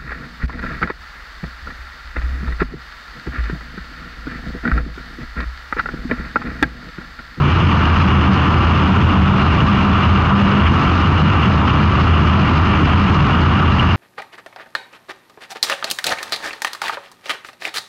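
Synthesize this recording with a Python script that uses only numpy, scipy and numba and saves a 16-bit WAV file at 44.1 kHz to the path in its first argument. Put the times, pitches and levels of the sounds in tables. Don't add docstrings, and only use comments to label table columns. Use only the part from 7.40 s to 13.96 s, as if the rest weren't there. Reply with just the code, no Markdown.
import sys
import numpy as np
from scipy import signal
from scipy.fft import rfft, irfft
from scipy.io import wavfile
from scipy.ndimage import uniform_filter1d
from numba import njit

SR = 44100
rng = np.random.default_rng(int(sys.argv[2]) if len(sys.argv) > 2 else 0)


def generate_wav(signal):
    frames = np.transpose(np.atleast_2d(signal))
    scaled = np.clip(frames, -1, 1) * 32767
    pcm = np.round(scaled).astype(np.int16)
    wavfile.write(sys.argv[1], SR, pcm)


def decibels_to_gain(level_db):
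    exponent = np.asarray(level_db, float) / 20
    return 10 ** exponent


N = 289296

# (frequency [Hz], level [dB])
CASE_WALL = [(400, -11), (800, -4), (1200, 0.5), (1600, -7.5), (2100, -15), (3000, -12), (3500, -11.5),
             (5000, -31.5), (6500, -43.5), (8300, -40.5), (9500, -57.5), (11000, -64.5), (14000, -64)]
# (centre [Hz], width [Hz], boost [dB])
CASE_RINGS = [(1004, 220, 2.5), (1165, 23, 5), (1208, 30, 2.5), (1339, 160, 4.5), (1480, 60, 1.5),
              (1850, 90, 1.5), (2344, 64, 3.5), (2750, 22, 3), (2829, 140, 6.5), (3300, 120, -2.5),
              (5060, 390, 5), (6200, 330, 7.5)]
# (time [s], loss [dB])
FLOATS = [(.1, 1), (.57, -0.5), (.77, 1), (.9, 3), (1.06, 0.5), (1.55, 1.5), (1.8, 2), (1.94, 5.5),
          (2.25, 1), (2.46, 2.5), (2.88, 3.5), (2.93, 7), (4.23, 6.5), (4.46, 1.5), (5.42, 3.5),
          (5.97, 3.5), (6.24, 3.5)]


def level(x, db):
    return x * decibels_to_gain(db) / np.sqrt(np.mean(x ** 2))


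def walk(rate_hz):
    hold = int(SR / rate_hz)
    steps = np.repeat(rng.standard_normal(N // hold + 1), hold)
    wander = uniform_filter1d(uniform_filter1d(steps, hold), hold)[:N]
    return (wander - wander.mean()) / wander.std()


def bumps(table, width_s):
    t = np.arange(N) / SR
    return sum(db * np.exp(-((t - s) / width_s) ** 2) for s, db in table)


def band(x, lo_hz, hi_hz):
    return signal.sosfilt(signal.butter(2, [lo_hz, hi_hz], "band", fs=SR, output="sos"), x)


def colour(x, spectrum, peaks=()):
    size = 8192
    hz = np.arange(size // 2 + 1) * SR / size + 1
    table_hz, table_db = np.transpose(spectrum)
    db = np.interp(np.log(hz), np.log(table_hz), table_db)
    for centre_hz, width_hz, boost_db in peaks:
        db = db + boost_db / (1 + (2 * (hz - centre_hz) / width_hz) ** 2)
    cepstrum = irfft(db * np.log(10) / 20)
    cepstrum[1:size // 2] *= 2
    cepstrum[size // 2 + 1:] = 0
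    return signal.fftconvolve(x, irfft(np.exp(rfft(cepstrum))))[:N]


def throttle():
    # (start [s], length [s], rise over coasting [dB])
    squeezes = [(0.862, .1, 18), (1.459, 0.14, 12), (1.704, 0.36, 11.5), (2.272, .38, 11),
                (2.705, 0.088, 13), (2.888, .34, 14), (3.865, .08, 1.5), (4.055, 0.21, 7.5),
                (4.388, 0.054, 11), (4.78, .07, 6), (5.199, 0.16, 7.5), (5.56, 0.086, 5), (6.166, 0.06, 3)]
    t = np.arange(N) / SR
    held = sum(db * ((t > s) & (t < s + length)) for s, length, db in squeezes)
    return uniform_filter1d(held, size=int(0.06 * SR))


def crank_turns():
    # (time [s], crank speed [Hz])
    speeds = [
        (0, 48),
        (1.4, 47.8),
        (2, 48.5),
        (2.4, 49.3),
        (3.3, 49.94),
        (4.4, 50.32),
        (5.3, 49.8),
        (5.7, 48.25),
        (6.56, 47.48),
    ]
    times, hz = np.transpose(speeds)
    crank_hz = np.interp(np.arange(N) / SR, times, hz)
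    return np.cumsum(crank_hz * (1 + 0.0029 * walk(8))) / SR


def airstream(throttle_db):
    lag_s = 0.85
    air_db = 1.1 * uniform_filter1d(throttle_db, size=int(lag_s * SR)) - 1.5 * bumps(FLOATS, 0.022)
    hiss = band(rng.standard_normal(N), 3600, 16000) * decibels_to_gain(0.97 * walk(18) + 0.51 * air_db)
    return level(colour(hiss, CASE_WALL, CASE_RINGS), -45.5)


def rumble():
    # (frequency [Hz], level [dB])
    rumble_tone = [(20, -32), (35, -17.5), (50, -2.5), (62, -2), (78, -5), (100, 2), (130, 2), (200, -1),
                   (240, -4), (330, -7.5), (430, -15), (550, -22.5), (800, -21.5), (1500, -48)]
    # (time [s], gain [dB])
    gusts = [(0.3, 2), (0.69, 3.5), (1.08, -0.5), (1.66, 10.5), (2.23, 6.5), (3.34, 11), (3.48, 3.5),
             (4.09, 7.5), (4.4, -1), (4.84, 5.5), (5.1, 1.5), (5.22, -2.5), (5.44, 7.5), (5.72, 9)]
    # (time [s], loss [dB])
    calms = [
        (0.15, 3),
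        (0.49, 5),
        (1.55, -4),
        (2.1, 2.5),
        (2.41, -1),
        (3.02, -3),
        (4.47, 5.5),
        (5.62, 5.2),
        (5.86, -5),
        (6.51, 3.5),
    ]
    gust_s = 0.035
    rumble_db = -19.5 + 0.64 * bumps(gusts, gust_s) - 0.87 * bumps(calms, gust_s)
    return level(colour(rng.standard_normal(N), rumble_tone), 0) * decibels_to_gain(0.59 * rumble_db - 6.0)


def rattle(turns):
    # (time [s], peak [dB])
    grit = [(0.1948, -18.5), (0.2643, -14), (0.3135, -18), (0.45, -17), (0.8739, -14), (1.391, -15.5),
            (1.4451, -12.5), (1.644, -12), (1.698, -17), (2.152, -21.5), (2.2008, -8.5), (2.7566, -12),
            (2.7955, -16), (3.0639, -17), (3.1566, -9.5), (3.2176, -20.5), (3.7638, -14), (3.8597, -15),
            (4.0277, -15.5), (4.4072, -15.5), (4.6027, -19.5), (4.7688, -16), (5.01, -13), (5.577, -17.5),
            (5.9273, -11.5), (6.394, -10), (6.4588, -13.5), (6.5033, -7.5)]
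    # (time [s], gain [dB])
    jolts = [(.2, 2), (.62, 5.5), (.68, 4), (.94, 6), (1.42, -0.5), (3.27, 6), (4.04, 2.5), (4.61, 3.5),
             (4.88, 3.5), (5.45, 5), (5.75, 1.5), (6.02, 2), (6.4, 2)]
    chance = rng.random((2, N))
    ticks_per_s = 6000
    hardness = decibels_to_gain(-1.6 * np.log(chance[1] + 1e-9))
    ticks = (chance[0] < ticks_per_s / SR) * hardness * rng.choice([-1, 1], N)
    ticks = level(ticks, 0) * (1 + 0.19 * np.cos(2 * np.pi * turns)) * decibels_to_gain(0.7 * walk(45))

    age = np.arange(1300) / (0.003 * SR)
    sprays = np.zeros(N)
    for s, db in grit:
        i = int(s * SR)
        grains = rng.standard_normal(len(age))
        sprays[i:i + len(age)] += decibels_to_gain(db + 25) * grains * age * np.exp(-age)

    low_ticks = band(ticks, 1910, 3640) * decibels_to_gain(0.77 * walk(25))
    high_ticks = band(ticks, 3600, 9000) * decibels_to_gain(0.66 * walk(30))
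    struck = low_ticks + high_ticks + band(sprays, 2620, 3080)
    shake_db = 1.18 * bumps(jolts, 0.013) - 1.3 * bumps(FLOATS, 0.022) + 0.13 * walk(17)
    return level(colour(struck, CASE_WALL, CASE_RINGS), 0) * decibels_to_gain(-28.5 + shake_db + 1.44)


def roar(turns, load_db):
    # (time [s], loss [dB])
    falters = [
        (0.11, 9),
        (0.24, 8),
        (1.82, 5),
        (2.45, 3),
        (3.54, 2.5),
        (4.45, 5.5),
        (5.27, 1.9),
        (5.41, 2.5),
        (6.37, 6),
        (6.51, 3),
    ]
    puffs = 1 + 0.11 * np.cos(2 * np.pi * 4 * turns)
    gas = signal.sosfilt(signal.butter(2, 2300, fs=SR, output="sos"), rng.standard_normal(N))
    pulsed = gas * puffs * decibels_to_gain(0.23 * walk(40))
    roar_db = -21.5 + 0.053 * load_db - 0.57 * bumps(falters, 0.03)
    return level(colour(pulsed, CASE_WALL, CASE_RINGS), 0) * decibels_to_gain(roar_db)


def mount(load_db):
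    # (time [s], loss [dB])
    ruts = [(0.08, 5.5), (0.42, 3), (0.53, -5), (0.89, 0), (1.01, -1), (1.23, 5.5), (1.5, 4), (1.65, -4),
            (2.0, 6), (2.2, 23), (2.33, 2), (2.47, 9), (3.03, 0), (3.11, 6), (3.19, 7), (3.43, 19),
            (3.93, 10), (4.23, -0.5), (4.31, 2.5), (4.84, 0), (5.1, 9), (5.3, 6), (5.89, 12.5), (6.2, 5.5),
            (6.4, 8), (6.48, -1.5)]
    # (time [s], gain [dB])
    kicks = [(.6, 3), (.75, -0.5), (1.12, 2.5), (1.45, 1.5), (1.8, 5.5), (2.07, 3), (2.7, 2.5), (3.25, 3.5),
             (3.6, -1.5), (4.16, 4), (4.47, 3), (4.95, 2), (5.6, 3.5), (6.33, 0.5)]
    swing_db = -16.5 - 0.25 * load_db + 1.6 * walk(14)
    swing_db = swing_db - 1.3 * bumps(ruts, 0.025) + bumps(kicks, 0.05)
    hz = 82.2 + 1.5 * walk(6)
    swing = np.sin(2 * np.pi * np.cumsum(hz) / SR + 0.62 * walk(22))
    return np.sqrt(2) * decibels_to_gain(swing_db - 1.07) * swing


def frame(turns, throttle_db):
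    # (multiple of crank speed, level [dB], share of the throttle [0-1])
    orders = [
        (1, -43.5, 0.04),
        (2, -27, 0.4),
        (3, -28, 0),
        (4, -23, 1),
        (6, -39.5, 0.98),
        (8, -45.5, 1),
    ]
    looseness = decibels_to_gain(-0.7 * throttle_db - 2.5) + 0.19
    out = 0
    for order, db, share in orders:
        phase = 2 * np.pi * order * turns + 0.58 * looseness * walk(25)
        waver = decibels_to_gain(2.77 * looseness * walk(20)) * np.sin(phase)
        out = out + np.sqrt(2) * decibels_to_gain(db + share * throttle_db) * waver
    return out


def scene():
    load_db = throttle()
    throttle_db = load_db - 7.5
    turns = crank_turns()
    background = airstream(throttle_db) + rumble() + rattle(turns)
    engine = roar(turns, load_db) + mount(load_db) + frame(turns, throttle_db)
    return (background + engine)[None]


@njit
def follow(x, attack, release):
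    e, y = 0.5, np.empty(len(x))
    for i in range(len(x)):
        e += (abs(x[i]) - e) * (attack if abs(x[i]) > e else release)
        y[i] = e
    return y


def limiter(x):
    attack_s, release_s = 0.00097, 0.016
    peak = uniform_filter1d(follow(x, 1 / (attack_s * SR), 1 / (release_s * SR)), size=90)
    early = np.roll(peak, -64)
    return x * (0.45 / np.maximum(early, 0.15)) ** 0.6


def roll_off(x):
    return signal.sosfilt(signal.butter(12, 15000, fs=SR, output="sos"), x)


def record(dry):
    # (frequency [Hz], level [dB])
    treble_loss = [(4000, 0), (6500, -2.5), (8000, -14.5), (10000, -27), (14000, -38)]
    rounded = 1.28 * np.tanh(limiter(dry[0]) / 1.316)
    dull = colour(rounded, treble_loss)
    return roll_off(dull[None])


dry = scene()
out = record(dry)
generate_wav(out)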